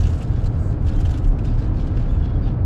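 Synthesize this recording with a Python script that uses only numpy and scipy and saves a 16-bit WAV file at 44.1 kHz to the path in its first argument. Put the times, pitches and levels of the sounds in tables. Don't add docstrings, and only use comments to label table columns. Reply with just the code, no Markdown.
import sys
import numpy as np
from scipy import signal
from scipy.fft import rfft, irfft
from scipy.io import wavfile
from scipy.ndimage import uniform_filter1d

SR = 44100
rng = np.random.default_rng(int(sys.argv[2]) if len(sys.argv) > 2 else 0)


def dump(signal):
    limited = np.clip(np.atleast_2d(signal).T, -1, 1)
    pcm = np.round(limited * 32767).astype(np.int16)
    wavfile.write(sys.argv[1], SR, pcm)


N = 116865

# hz, density_db_per_hz
HISS_SPECTRUM = [(880, -31.5), (1500, -4), (1920, 10.5), (4900, -2), (7320, -39.5), (10800, -43),
                 (12500, -45), (15600, -59)]
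HISS_RMS_DB = -62.5

# hz, density_db_per_hz
ROAR_SPECTRUM = [(8.8, -40), (15, -12), (37, 0), (91, -2), (155, -8.5), (188, -17), (287, -17),
                 (386, -25.5), (421, -29), (591, -29), (731, -31.5), (1050, -37), (1680, -43), (1850, -50),
                 (2400, -55), (3120, -72.5), (5280, -120)]
ROAR_RMS_DB, ROAR_PATCH_DB = -20, 0.59
# centre_hz, width_hz, level_db
ROAD_RESONANCES = [(50.4, 3.6, -36.5), (96.8, 5, -31), (150.7, 20.5, -37.5), (186.6, 11, -43),
                   (277.4, 23.3, -42.5), (304.7, 8.3, -44), (366.2, 26, -54), (423.8, 23, -48),
                   (509.6, 37, -52.5), (746, 166, -53), (1317, 28, -60)]
ROAD_STEADINESS, ROAD_DRIFT_RATIO = 0.64, 0.015
# time_s, level_db
MAIN_BOOM_LEVEL = [(0.0, -24.5), (0.12, -20.5), (0.32, -44), (0.39, -18), (0.47, -61), (0.58, -21),
                   (0.71, -47.5), (0.86, -15), (0.92, -25.5), (1.09, -17.5), (1.13, -45.5), (2.15, -29),
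                   (2.21, -26), (2.25, -34), (2.38, -17), (2.49, -48), (2.58, -42), (2.65, -16.5)]
MAIN_BOOM_HZ, MAIN_BOOM_DRIFT_HZ = 80.97, 3.26
# time_s, first_firing_order_rms_db, road_low_mid_change_db
SURGE = [(0.0, -43, -5), (0.07, -28, 2), (0.15, -49, -2), (0.28, -28, -0.5), (0.56, -29.5, -0.5),
         (0.64, -48, 0), (0.71, -29, -1), (1.05, -26.5, 1.5), (1.08, -37, -1), (1.63, -25, -0.5),
         (1.71, -32.5, 1.5), (2.65, -28.5, -0.5)]

# time_s, level_db (before flutter), pitch_hz
THRUM = [(0.0, -20.5, 41.1), (0.16, -28.5, 40.45), (0.24, -31.5, 35.22), (0.64, -22.5, 36.04),
         (0.91, -34, 31.9), (0.97, -15, 30.7), (1.02, -25, 32.05), (1.19, -27, 31.5), (1.3, -19, 34.85),
         (1.46, -46, 33.77), (1.5, -20.5, 34.03), (1.68, -21.5, 32.5), (2.07, -25.5, 32.98),
         (2.18, -22.5, 29.06), (2.28, -31.5, 29), (2.37, -25.5, 31.7), (2.53, -23, 33.04),
         (2.65, -45, 33.4)]
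THRUM_FLUTTER_DB, THRUM_FLUTTER_S = 4, 0.03

# multiple, rms_db
UPPER_FIRING_ORDERS = [(2, -44), (3, -53.5), (4, -52.5)]
FIRING_HZ, FIRING_WOBBLE_RATIO = 116, 0.00396

# hz, density_db_per_hz
TRIM_SPECTRUM = [(880, -13), (1500, 5.5), (1880, 0.5), (2050, -2), (2830, 0.5), (3950, -3), (7620, -12),
                 (9080, -20), (12500, -28), (15600, -38.5)]
# time_s, below_treble_db, treble_db
TRIM_SHAKE = [(0, -46.5, -55.5), (.15, -55.5, -60.5), (.24, -52.5, -63), (.27, -59, -68), (.36, -51, -68),
              (.42, -56, -65.5), (.5, -64, -72), (.56, -56.5, -69.5), (.65, -67, -63), (.74, -60, -71),
              (.79, -67.5, -80), (.85, -59.5, -63), (.91, -51, -67), (.97, -54, -61), (1.03, -50.5, -65),
              (1.11, -51, -57.5), (1.16, -51.5, -63), (1.22, -63, -70.5), (1.3, -67, -68),
              (1.35, -67, -76.5), (1.42, -62, -77), (1.46, -51.5, -61.5), (1.52, -53.5, -70),
              (1.565, -56, -72), (1.6, -53.5, -69.5), (1.67, -54, -70.5), (1.72, -64.5, -83),
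              (1.78, -49.5, -68), (1.84, -54, -70.5), (1.92, -57, -76), (2.01, -53.5, -71),
              (2.06, -56.5, -76), (2.14, -55.5, -69), (2.2, -59, -75), (2.26, -52.5, -86),
              (2.34, -62.5, -82.5), (2.41, -58, -88), (2.44, -54.5, -84), (2.49, -50, -83),
              (2.56, -64.5, -95.5), (2.65, -76, -86)]
GRAINS_PER_S, GRAIN_SPREAD_DB, GRAIN_T60_S = 3000, 2.2, 0.015
FINE_PATCH_DB, COARSE_PATCH_DB = 1.5, 2

# start_s, length_s, centre_hz, width_hz, start_level_db, fade_db
SQUEAKS_AND_TICK = [(0.001, .014, 3030, 300, -49, -6), (0.329, 0.081, 3380, 300, -61.5, -1),
                    (0.46, 0.017, 4070, 120, -48.5, -4.5), (0.453, 0.03, 4600, 250, -56, -5),
                    (0.508, 0.26, 4690, 300, -68, -2), (0.959, 0.06, 3160, 120, -54.5, -3),
                    (1.457, 0.042, 3630, 248, -55, -3.5), (1.459, 0.071, 4840, 300, -60.5, -5),
                    (1.603, 0.047, 3980, 200, -59, -5), (2.088, 0.027, 3400, 120, -56, -3),
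                    (2.094, .07, 3540, 110, -60.5, -2), (2.098, 0.11, 7000, 499, -70.5, -4),
                    (2.106, .018, 12900, 3500, -69, -5), (2.121, 0.05, 2576, 80, -59.5, -3),
                    (2.219, 0.05, 3350, 100, -55, -1.5), (2.272, 0.065, 3340, 80.3, -59.5, -4.5),
                    (2.35, 0.037, 3320, 70, -59, -4.5), (2.42, 0.065, 4650, 300, -59.5, -3.5),
                    (2.428, 0.057, 3660, 148.8, -63, 0), (2.409, 0.13, 12500, 2000, -73, -13)]
SQUEAK_STEADINESS = 0.7
# centre_hz, width_hz, relative_db
CREAK_RESONANCES = [(5640, 150, -7), (6090, 300, -4), (6700, 300, -1), (6900, 150, -4), (7560, 80, -3),
                    (7790, 100, -3), (8340, 200, -6), (8820, 200, -9), (7500, 3000, -2), (12100, 700, -12),
                    (13000, 400, -15)]
CREAK_START_S, CREAK_LENGTH_S, CREAK_DB = 0.55, 0.22, -63

# full_level_s, level_db (6 dB above burst rms), ring_hz, ring_db, treble_change_db,
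# length_s (rise included, decay not), upper_ring_hz, upper_ring_db
RATTLES = [(0.002, -40, 4470, 8, 3, 0.01, 6130, 15), (0.038, -37, 4560, 0, -2, 0.0059, 5610, -9),
           (0.053, -38, 2900, 15, -5, 0.0092, 5410, -15), (0.0695, -35.5, 2810, 2, 5, 0.0096, 6600, 2),
           (0.096, -43, 2780, -5, 7, 0.012, 5670, -16), (0.134, -42.5, 2560, -17, 4, 0.0088, 5420, -10),
           (0.177, -46.5, 2580, -12, 1, 0.013, 7770, -8), (0.208, -41, 2730, 3, 7, 0.013, 5270, -26),
           (0.223, -43, 2660, 4, 19.5, 0.0094, 5700, -24), (0.439, -43, 2930, -3, 9, 0.012, 5280, -7),
           (0.4585, -43, 4060, -19, 9.5, 0.016, 7420, -8), (0.869, -40.5, 3030, -2, 6, 0.019, 5190, -20),
           (0.8844, -40.5, 4280, 0, 8, 0.014, 5050, -10), (0.934, -55, 3120, -10, 0, 0.012, 5710, -10),
           (0.988, -50, 3140, -9, 10, 0.012, 5970, -10), (1.002, -44, 3080, -13, 20, 0.015, 5030, -3),
           (1.051, -38.5, 3000, 3, 9.5, 0.014, 5910, -21), (1.112, -42.5, 3110, -7, 1, 0.0088, 6700, 1),
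           (1.142, -43.5, 3350, -5, 1, 0.01, 5410, -13), (1.176, -42, 2790, -13, 11, 0.012, 5010, -15),
           (1.244, -42.5, 2800, -2, 5, 0.01, 5030, -16), (1.274, -48.5, 2924, -13, 19, 0.011, 7150, -5),
           (1.319, -53, 3160, -3, 4, 0.012, 5000, -3), (1.388, -42, 2480, -1.5, 2, 0.01, 5220, -18),
           (1.449, -41.5, 2790, -12, -1, 0.0082, 5170, -11), (1.48, -47, 2530, 5, -6, 0.012, 5280, -10),
           (1.581, -49.5, 2510, -14, 8, 0.02, 5090, 3), (1.623, -47, 2820, -1, -4, 0.0097, 5130, -4),
           (1.799, -52, 3360, -6, 3, 0.021, 5180, -3), (1.869, -46.5, 3210, -10, 6, 0.014, 5120, -14),
           (1.9696, -40, 2805, -8.5, -11, 0.0089, 5107, -12), (1.992, -47, 2830, -7.5, 2, 0.0094, 4930, -5),
           (2.016, -50.5, 2520, -1, 5, 0.011, 6690, -11), (2.101, -59, 3570, -8, 3, 0.012, 6930, -12),
           (2.247, -50, 3300, 1, 3, 0.011, 5210, -8), (2.472, -58, 2720, 3, 6, 0.01, 5080, -10)]
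RATTLE_RISE_S, RATTLE_T60_S, RATTLE_RING_WIDTH_HZ, RATTLE_GRIT_DB = 0.003, 0.047, 410, 1

LIMIT, FADE_IN_S, BAND_EDGE_HZ = 0.6, 0.002, 15700


def amp(db):
    return 10 ** (np.asarray(db) / 20)


def evened(x):
    return x / np.sqrt(np.mean(x ** 2) + 1e-20)


def curve(rows, column=1):
    rows = np.array(rows)
    return np.interp(np.arange(N) / SR, rows[:, 0], rows[:, column])


def sine(hz):
    return np.sqrt(2) * np.sin(2 * np.pi * np.cumsum(hz) / SR)


def add(mix, start_s, sound):
    part = mix[max(round(start_s * SR), 0):][:len(sound)]
    part += sound[:len(part)]


def colour(x, points):
    point_hz, point_db = np.transpose(points)
    hz = np.fft.rfftfreq(len(x), 1 / SR) + 1
    gain = amp(np.interp(np.log(hz), np.log(point_hz), point_db))
    low_cut = np.minimum(hz / point_hz[0], 1) ** 4
    return irfft(rfft(x) * gain * low_cut, len(x))


def treble(x):
    return signal.sosfiltfilt(signal.butter(3, 6300, "high", fs=SR, output="sos"), x)


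def resonate(x, hz, width_hz):
    turn = np.exp(2j * np.pi * np.cumsum(hz * np.ones(len(x))) / SR)
    pole = np.exp(-np.pi * abs(width_hz) / SR)
    return 2 * (turn * signal.lfilter([1 - pole], [1, -pole], x / turn)).real


def ringing(noise, hz, width_hz, steady):
    x = evened(resonate(resonate(noise, hz, width_hz), hz, width_hz))
    power = uniform_filter1d(x ** 2, int(2 * SR / np.mean(hz)))
    return evened(x / (power + 0.1) ** (np.clip(steady, 0, 1) / 2))


def patchy(x, patch_db, size, wide, long):
    _, _, bins = signal.stft(x, SR, nperseg=size)
    patches = uniform_filter1d(rng.standard_normal(bins.shape), size=wide, axis=0)
    patches = evened(uniform_filter1d(patches, size=long, axis=1))
    return evened(signal.istft(bins * amp(patch_db * patches), SR, nperseg=size)[1][:len(x)])


def sway(size):
    return evened(uniform_filter1d(rng.standard_normal(N), size=size))


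def smooth_sway(size, second_size):
    return evened(uniform_filter1d(sway(size), size=second_size))


def wind():
    return amp(HISS_RMS_DB) * evened(colour(rng.standard_normal(N), HISS_SPECTRUM))


def surged(x):
    body = signal.sosfiltfilt(signal.butter(2, [140, 380], "band", fs=SR, output="sos"), x)
    return x + (amp(curve(SURGE, column=2)) - 1) * body


def booms_and_whine():
    out = np.zeros(N)
    for hz, width_hz, level_db in ROAD_RESONANCES:
        drifting_hz = hz * (1 + ROAD_DRIFT_RATIO * smooth_sway(12000, 6000))
        out += amp(level_db) * ringing(rng.standard_normal(N), drifting_hz, width_hz, ROAD_STEADINESS)
    return out


def main_boom():
    return amp(curve(MAIN_BOOM_LEVEL)) * sine(MAIN_BOOM_HZ + MAIN_BOOM_DRIFT_HZ * sway(4000))


def road():
    roar = colour(rng.standard_normal(N), ROAR_SPECTRUM)
    roar = patchy(roar, ROAR_PATCH_DB, size=2048, wide=10, long=4)
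    return surged(amp(ROAR_RMS_DB) * roar + booms_and_whine()) + main_boom()


def thrum():
    size = round(THRUM_FLUTTER_S * SR)
    level_db = curve(THRUM) + THRUM_FLUTTER_DB * smooth_sway(size, size)
    return amp(level_db) * sine(curve(THRUM, column=2))


def engine():
    turns = np.cumsum(FIRING_HZ * (1 + FIRING_WOBBLE_RATIO * sway(8000))) / SR
    out = np.zeros(N)
    for order, level_db in [(1, curve(SURGE))] + UPPER_FIRING_ORDERS:
        out += amp(level_db) * np.sqrt(2) * np.sin(2 * np.pi * (order * turns + rng.random()))
    return out


def grit():
    sizes = amp(GRAIN_SPREAD_DB * np.minimum(rng.exponential(1, N), 5))
    clicks = sizes * (rng.random(N) < GRAINS_PER_S / SR)
    decay = amp(-60 / (GRAIN_T60_S * SR))
    puffs = signal.lfilter([1], [1, -decay], clicks) * rng.standard_normal(N)
    x = patchy(colour(puffs, TRIM_SPECTRUM), FINE_PATCH_DB, size=256, wide=6, long=8)
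    return patchy(x, COARSE_PATCH_DB, size=1024, wide=3, long=3)


def rustle():
    x = grit()
    high = treble(x)
    low = evened(x - high)
    return amp(curve(TRIM_SHAKE)) * low + amp(curve(TRIM_SHAKE, column=2)) * evened(high)


def squeaks_and_tick():
    out = np.zeros(N)
    for start_s, length_s, hz, width_hz, level_db, fade_db in SQUEAKS_AND_TICK:
        x = ringing(rng.standard_normal(16384), hz, width_hz, SQUEAK_STEADINESS)
        x = evened(x[-round(length_s * SR):])
        level = amp(level_db + np.linspace(0, fade_db, len(x)))
        add(out, start_s, level * signal.windows.tukey(len(x), 0.3) * x)
    return out


def creak():
    out, rub = np.zeros(N), rng.standard_normal(16384)
    x = sum(amp(db) * ringing(rub, hz, width_hz, steady=0) for hz, width_hz, db in CREAK_RESONANCES)
    x = evened(x)[:round(CREAK_LENGTH_S * SR)]
    add(out, CREAK_START_S, amp(CREAK_DB) * signal.windows.tukey(len(x), 0.8) * x)
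    return out


def rattles():
    out, t = np.zeros(N), np.arange(4096) / SR
    for full_s, level_db, hz, ring_db, treble_db, length_s, upper_hz, upper_db in RATTLES:
        noise = rng.standard_normal((2, len(t)))
        unevenness = amp(RATTLE_GRIT_DB * evened(uniform_filter1d(noise[1], size=30)))
        burst = evened(colour(noise[0] * unevenness, TRIM_SPECTRUM))
        ring = amp(ring_db) * evened(resonate(burst, hz, RATTLE_RING_WIDTH_HZ))
        upper_ring = amp(upper_db) * evened(resonate(burst, upper_hz, 2 * RATTLE_RING_WIDTH_HZ))
        brightened = burst + (amp(treble_db) - 1) * treble(burst)
        rise = np.minimum(t / RATTLE_RISE_S, 1)
        shape = rise * amp(-60 * np.maximum(t - length_s, 0) / RATTLE_T60_S)
        rattle = evened(brightened + ring + upper_ring)
        add(out, full_s - RATTLE_RISE_S, amp(level_db) * shape * rattle / 2)
    return out


def scene():
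    background = wind() + road() + thrum() + engine()
    return (background + rustle() + squeaks_and_tick() + creak() + rattles())[None]


def record(dry):
    soft = LIMIT * np.tanh(dry / LIMIT)
    soft = soft * np.minimum(np.arange(N) / SR / FADE_IN_S, 1)
    low_pass = signal.firwin(511, BAND_EDGE_HZ, window=("kaiser", 9), fs=SR)
    return signal.oaconvolve(soft, low_pass[None], "same")


dry = scene()
out = record(dry)
dump(out)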